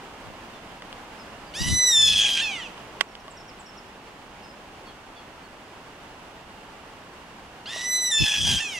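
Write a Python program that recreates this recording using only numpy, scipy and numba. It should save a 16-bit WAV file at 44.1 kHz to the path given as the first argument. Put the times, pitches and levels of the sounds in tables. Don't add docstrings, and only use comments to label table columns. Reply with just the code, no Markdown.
import sys
import numpy as np
from scipy import signal
from scipy.fft import rfft, irfft, next_fast_len
from scipy.io import wavfile
from scipy.ndimage import uniform_filter1d
from numba import njit

SR = 44100
rng = np.random.default_rng(int(sys.argv[2]) if len(sys.argv) > 2 else 0)


def materialize(psi):
    bounded = np.clip(np.atleast_2d(psi).T, -1, 1)
    quanta = np.round(bounded * 32767).astype(np.int16)
    wavfile.write(sys.argv[1], SR, quanta)


N = 387638


def undb(db):
    return 10 ** (np.asarray(db) / 20)


def unit(x):
    return x / np.sqrt(np.mean(x ** 2))


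def steady(x, window=1300):
    return x / np.sqrt(uniform_filter1d(x ** 2, window) + 1e-12)


def colour(x, points, db_scale=1):
    hz, db = np.transpose(points)
    size = next_fast_len(x.shape[-1])
    f = np.maximum(np.fft.rfftfreq(size, 1 / SR), 1)
    gain = undb(db_scale * np.interp(np.log(f), np.log(hz), db))
    return irfft(rfft(x, size) * gain, size)[..., :x.shape[-1]]


def wander(size, hz):
    padded = next_fast_len(size)
    f = np.fft.rfftfreq(padded, 1 / SR)
    spectrum = rfft(rng.standard_normal(size), padded) / (1 + (f / hz) ** 2)
    return unit(irfft(spectrum, padded)[:size])


@njit
def resonate(x, hz, width_hz):
    y, band, low = np.empty(len(x)), 0., 0.
    for i in range(len(x)):
        g, damping = np.tan(np.pi * hz[i] / SR), width_hz / hz[i]
        v = (band + g * (x[i] - low)) / (1 + g * (g + damping))
        band, low, y[i] = 2 * v - band, low + 2 * g * v, damping * v
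    return y


def staged(t, values, changes, fade_s=0.012):
    out = values[0]
    for value, s in zip(values[1:], changes):
        step = .5 + .5 * np.tanh((t - s) / (2 * fade_s))
        out = out + (value - out) * step
    return out


def add(out, s, x):
    i = int(s * SR)
    out[:, i:i + x.shape[-1]] += x[..., :N - i]


def place(x, pan_db):
    return np.array([x * undb(pan_db / 2), x * undb(-pan_db / 2)])


def lag(x, lag_s):
    size = next_fast_len(N + 100)
    delay = np.exp(-2j * np.pi * np.fft.rfftfreq(size, 1 / SR) * lag_s)
    return np.array([irfft(rfft(x[0], size) * delay, size)[:N], x[1]])


def street(x, scatter_db, wall_s=0.034, wall_db=-16, scatter_t60_s=0.87):
    out = lag([x, x], lag_s=12e-6)
    add(out, wall_s, undb(wall_db) * x)
    t = np.arange(SR // 2) / SR
    scatter = unit(rng.standard_normal((2, len(t))) * undb(-60 * t / scatter_t60_s)) / np.sqrt(len(t))
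    return out + undb(scatter_db) * signal.fftconvolve(scatter, x[None], axes=1)[:, :N]


# frequency in Hz, relative level in dB.
AIR_SPECTRUM = [(15, -19), (25, -3), (99, -6), (209, -3), (267, -3.5), (469, -5), (648, -5), (804, -3.5),
                (895, -4), (2490, -16), (2770, -13), (3930, -21.5), (4500, -22), (15500, -42.5)]
# frequency in Hz, side minus mid in dB.
AIR_WIDTH = [(60, -10), (110, -13.5), (200, -19.5), (380, -12.5), (700, -11), (1290, -4), (2380, -2.5),
             (4400, -1.5), (8120, 2.5), (15000, 0)]
# frequency in Hz, leftward bias in dB before scaling per channel.
AIR_BALANCE = [(60, -1), (110, 0), (200, -0.5), (380, 1), (700, -1.5), (1290, -1), (2380, -7.5),
               (4400, 0.5), (8120, 0), (15000, 2)]


def air(level_db=-43.5, swell_db=-0.55):
    mid, side = colour(rng.standard_normal((2, N)), AIR_SPECTRUM)
    side = colour(side, AIR_WIDTH)
    stereo = np.array([colour(mid + side, AIR_BALANCE, 0.35), colour(mid - side, AIR_BALANCE, -0.52)])
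    return stereo / mid.std() * undb(level_db + swell_db * wander(N, 7.8))


# centre in seconds, Gaussian width in seconds, level in dB.
WIND_PUFFS = [(0.288, 0.025, -44), (1.617, 0.0097, -26.5), (1.706, 0.04, -24), (2.11, 0.096, -39),
              (8.222, 0.016, -20), (8.442, 0.037, -29), (8.53, 0.033, -27.5)]
# frequency in Hz, relative level in dB.
WIND_SPECTRUM = [(20, -12), (55, -4.5), (80, 1), (150, -1.5), (260, -9.5), (450, -23), (1000, -50),
                 (3000, -80)]


def wind(pan_db=3):
    t = np.arange(N) / SR
    force = sum(undb(db) * np.exp(-((t - s) / width_s) ** 2 / 2) for s, width_s, db in WIND_PUFFS)
    return place(force, pan_db) * unit(colour(rng.standard_normal((2, N)), WIND_SPECTRUM))


def whistle(length_s, start_hz, end_hz, arch=0, waver=0.012):
    u = np.linspace(0, 1, int(length_s * SR))
    glide_hz = start_hz + (end_hz - start_hz) * u ** 1.33
    hz = glide_hz * (1 + arch * np.sin(np.pi * u) + waver * wander(len(u), 220))
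    return unit(np.sin(np.pi * u) * np.sin(2 * np.pi * np.cumsum(hz) / SR))


# start in seconds, starting pitch in Hz, level in dB.
LONE_CHIRPS = [(.53, 3500, -57), (1.18, 5150, -56.5), (1.455, 4750, -59), (4.42, 5150, -56.5),
               (4.475, 5050, -58), (4.85, 4400, -56.5), (4.865, 3300, -54.5), (5.15, 3380, -53),
               (5.155, 4450, -59), (5.42, 4400, -62)]
# offset and length in seconds, start and end in Hz, relative level in dB.
PHRASE_NOTES = [(0, .03, 8450, 6470, -2), (0.066, .022, 5800, 5080, 0.5), (.094, .026, 5450, 5300, -3),
                (.176, .032, 5900, 4600, -1)]
# start in seconds, level in dB.
PHRASE_REPEATS = [(3.015, -61), (3.301, -50.5), (3.591, -50)]


def small_birds(chirp_s=.06, chirp_fall=0.072):
    out = np.zeros((1, N))
    for s, db in PHRASE_REPEATS:
        for offset_s, length_s, start_hz, end_hz, note_db in PHRASE_NOTES:
            add(out, s + offset_s, undb(db + note_db) * whistle(length_s, start_hz, end_hz))
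    for s, hz, db in LONE_CHIRPS:
        add(out, s, undb(db) * whistle(chirp_s, hz, hz * (1 - chirp_fall), arch=0.0395))
    return street(out[0], scatter_db=-6.5)


# start in seconds, peak before panning in dB, centre in Hz, left minus right in dB.
CAMERA_TAPS = [(0.822, -24.5, 1600, 3), (0.928, -23, 2600, 4), (2.779, -30.5, 2300, -4.5),
               (3.008, -14, 3430, -15), (3.0105, -2, 2000, -12), (3.153, -23, 3000, -4),
               (3.281, -26, 895, -2), (7.761, -24.5, 450, -5)]
# frequency in Hz, relative level in dB, T60 in seconds.
BODY_MODES = [(658, -16.5, 0.041), (1130, -12, 0.047), (1600, -15, 0.01), (2020, -3.5, 0.0091),
              (2970, 3.5, 0.0055), (3260, -1.5, 0.0093), (4560, -1, 0.0095), (8300, 5, 0.0077),
              (10260, -62, .003)]


def camera_taps(spread_octaves=0.54, rattle_db=-24, rattle_t60_s=0.03):
    out, t = np.zeros((2, N)), np.arange(SR // 10) / SR
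    radiation = signal.butter(3, [450, 8500], "band", fs=SR, output="sos")
    for s, peak_db, tap_hz, pan_db in CAMERA_TAPS:
        ring = 0
        for hz, db, t60_s in BODY_MODES:
            detune = np.log2(hz / tap_hz) / spread_octaves
            ring += undb(db - 60 * t / t60_s) * np.sin(2 * np.pi * hz * t) / (1 + detune ** 2)
        noise = resonate(rng.standard_normal(len(t)), np.full(len(t), float(tap_hz)), float(tap_hz))
        rattle = unit(noise) * undb(rattle_db - 60 * t / rattle_t60_s)
        tap = signal.sosfilt(radiation, ring / np.abs(ring).max() + rattle)
        add(out, s, place(undb(peak_db) * tap / np.abs(tap).max(), pan_db))
    return out


def screech_pitch(t, start_s, drop_s, relax_s, drop_fade_s, top_hz=1996, low_hz=1789.5, tail_hz=1840):
    scoop_hz = 520.6 * np.exp((start_s - t) / .028)
    arch_hz = 1700 * (t - drop_s + .155) ** 2
    low = low_hz - 440 * (t - drop_s)
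    tail = tail_hz - 2150 * (t - relax_s) - 4000 * (t - relax_s) ** 2
    notes = staged(t, [top_hz - scoop_hz - arch_hz, low], [drop_s], drop_fade_s)
    return staged(t, [notes, tail], [relax_s], fade_s=0.0029)


def syrinx(t, hz, half_db, rasp, flutter, shake=0.28, hiss_db=-9, waver_db=1.74, ragged_db=0.7, count=22):
    size, half, rasp_share = len(t), undb(half_db), np.minimum(rasp, 1)
    drift = (0.00158 + 0.00262 * half) * wander(size, 54.3)
    phase = 2 * np.pi * np.cumsum(hz * (1 + drift)) / SR
    sway = flutter * np.sin(phase / 6)
    locked = 1 / (1 + np.exp(1 - 4 * wander(size, 90)))
    tumble = rasp * (1 - .7 * locked)
    phase = phase + 0.52 * sway + tumble * wander(size, 183)
    slip = np.cos(2.3 * rasp_share * wander(size, 93))
    alternation = half * (1 - 0.11 * rasp_share * locked) * slip
    spread_db = (waver_db + ragged_db * half) * (2 - rasp_share)
    waver = [undb(spread_db * wander(size, 12.3)) for _ in range(count)]
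    lines = sum(np.cos(k * phase / 2 + k * k) * (alternation if k % 2 else 1) * waver[k]
                for k in range(1, count))
    loudness = (1 + .5 * sway) * np.exp(shake * rasp * wander(size, 210))
    hiss = undb(hiss_db) * tumble * np.sqrt(count) * rng.standard_normal(size)
    return lines * loudness + hiss


CRACK_TIMES_S = [2.022, 2.06, 2.073, 2.086, 2.097, 8.185, 8.211, 8.232]


def cracking(t, rasping, crack_s=0.003, rattle_hz=125.2, unevenness=.35, depth=.75):
    turns = np.cumsum(rattle_hz * (1 + unevenness * wander(len(t), 59.5))) / SR
    cracks = sum(np.exp(-((t - s) / crack_s) ** 2) for s in CRACK_TIMES_S)
    return cracks + rasping * depth * np.sin(np.pi * turns) ** 4


# frequency in Hz, gain in dB.
THROAT_RESPONSE = [(400, -12), (800, -10.5), (1250, -12), (1720, -6), (1980, 3.5), (2200, -8.5),
                   (2600, 0.5), (4000, -4), (4600, -3.5), (6000, 3), (7500, -4), (9000, -6), (11000, -12.5),
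                   (16000, -35)]
# half-pitch lines in dB, throat resonance
# in Hz, its lift in dB, beak resonance in Hz, its lift in dB, base treble level in dB.
VOICE_STAGES = [(-1, 3600, -4.5, 4970, -5, -3.5), (-32, 3670, 17, 5700, 1, 5),
                (-11.5, 3440, 17.5, 6900, 9, -6.5), (0, 3240, 15.5, 5300, -19, -9),
                (2.5, 2660, 14, 5200, -12, -10.5)]


def screech(call, effort, throat_width_hz=420., beak_width_hz=800., treble_hz=4600,
            beak_shut_db=-23, onset_half_db=-15.5, crack_rasp=0.7, crack_dip_db=-7):
    start_s, clear_s, drop_s, rasp_s, relax_s, end_s = call[:6]
    beak_open_s, drop_fade_s, hoarseness, flutter, treble_db_per_s, extra_lift_db = call[6:]
    t = np.arange(start_s, end_s, 1 / SR)
    halves_db, *tract = np.transpose(VOICE_STAGES)

    strain = staged(t, [0, 1], [start_s + 0.027])
    crack = cracking(t, staged(t, [0, 1, 0], [rasp_s, relax_s]))
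    half_db = staged(t, halves_db, [clear_s + .018, drop_s + 0.043, rasp_s, relax_s], fade_s=.018)
    half_db = (half_db + onset_half_db * (1 - strain)) * (1 - crack)
    rising_rasp = 0.26 + 1.2 * (t - rasp_s)
    rasp = staged(t, [hoarseness * strain, .006, rising_rasp, 0.15], [clear_s, rasp_s, relax_s])
    rasp = np.maximum(rasp, 0) + crack_rasp * crack
    hz = screech_pitch(t, start_s, drop_s, relax_s, drop_fade_s)
    source = syrinx(t, hz, half_db, rasp, staged(t, [flutter * strain, 0], [clear_s]))

    changes = [clear_s, drop_s, rasp_s, relax_s]
    throat_hz, lift_db, beak_hz, beak_db, treble_db = (staged(t, column, changes) for column in tract)
    source = colour(source, THROAT_RESPONSE)
    throat = undb(lift_db + extra_lift_db) * resonate(source, throat_hz, throat_width_hz)
    beak = undb(beak_db) * resonate(source, beak_hz, beak_width_hz)
    voice = source + throat + beak

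    core = signal.sosfiltfilt(signal.butter(6, treble_hz, fs=SR, output="sos"), voice)
    shut = np.exp((start_s - t) / beak_open_s)
    treble = undb(treble_db + treble_db_per_s * (t - drop_s) + beak_shut_db * shut) * steady(voice - core)
    level_db = np.interp(t, *np.transpose(effort))
    edges = np.clip(np.minimum(t - start_s, end_s - t) / 0.0022, 0, 1)
    return (steady(core * undb(crack_dip_db * crack)) + treble) * undb(level_db) * edges


# times of start, clearing, drop, rasp, relaxing and end in seconds, time constants
# of beak opening and drop in seconds, opening hoarseness and flutter 0-1, treble slope in dB per second,
# extra throat lift in dB.
CALLS = [(1.537, 1.739, 1.924, 2.085, 2.412, 2.72, .009, 0.013, 0.32, 0.34, -6, 1),
         (7.657, 7.853, 8.113, 8.215, 8.6, 8.79, 0.038, 0.0022, 0.78, 0.1, 4.5, -0.5)]
# time in seconds, relative level in dB.
CALL_EFFORT = [
    [(1.545, -38), (1.625, -32), (1.861, -25.5), (1.913, -24.5), (1.957, -17.5), (2.077, -18),
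     (2.149, -22.5), (2.201, -18.5), (2.323, -25), (2.395, -24), (2.665, -40.5), (2.72, -60)],
    [(7.665, -35), (7.895, -30.5), (7.961, -26), (7.983, -31), (8.079, -28), (8.097, -34.5), (8.119, -22.5),
     (8.151, -20), (8.407, -24.5), (8.501, -20), (8.713, -34.5), (8.785, -32)],
]


def caracara(gain_db=0.3):
    out = np.zeros((1, N))
    for call, effort in zip(CALLS, CALL_EFFORT):
        add(out, call[0], undb(gain_db) * screech(call, effort))
    return ports(*street(out[0], scatter_db=-13.5))


# frequency in Hz, leftward bias in dB before scaling per channel.
CALL_BALANCE = [(1800, -4), (2550, -5), (2950, -3), (3350, 2), (3900, -1), (6000, -1), (10000, 1)]


def ports(left, right):
    return np.array([colour(left, CALL_BALANCE, 0.57), colour(right, CALL_BALANCE, -0.46)])


def scene():
    return caracara() + small_birds() + lag(camera_taps(), lag_s=90e-6) + wind() + lag(air(), lag_s=40e-6)


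def record(dry, threshold_db=-6, squeeze=0.23, peak_decay_db_per_s=0.54, attack_s=0.0097, top_hz=15750):
    decay_db = peak_decay_db_per_s * np.arange(N) / SR
    peak_db = 20 * np.log10(np.abs(dry).max(axis=0) + 1e-9)
    held_db = np.maximum.accumulate(peak_db + decay_db) - decay_db
    step = 1 / (attack_s * SR)
    duck_db = signal.lfilter([step], [1, step - 1], squeeze * np.maximum(held_db - threshold_db, 0))
    lowpass = signal.ellip(10, .2, 80, top_hz, fs=SR, output="sos")
    return signal.sosfilt(lowpass, np.clip(dry * undb(-duck_db), -1, 1))


dry = scene()
out = record(dry)
materialize(out)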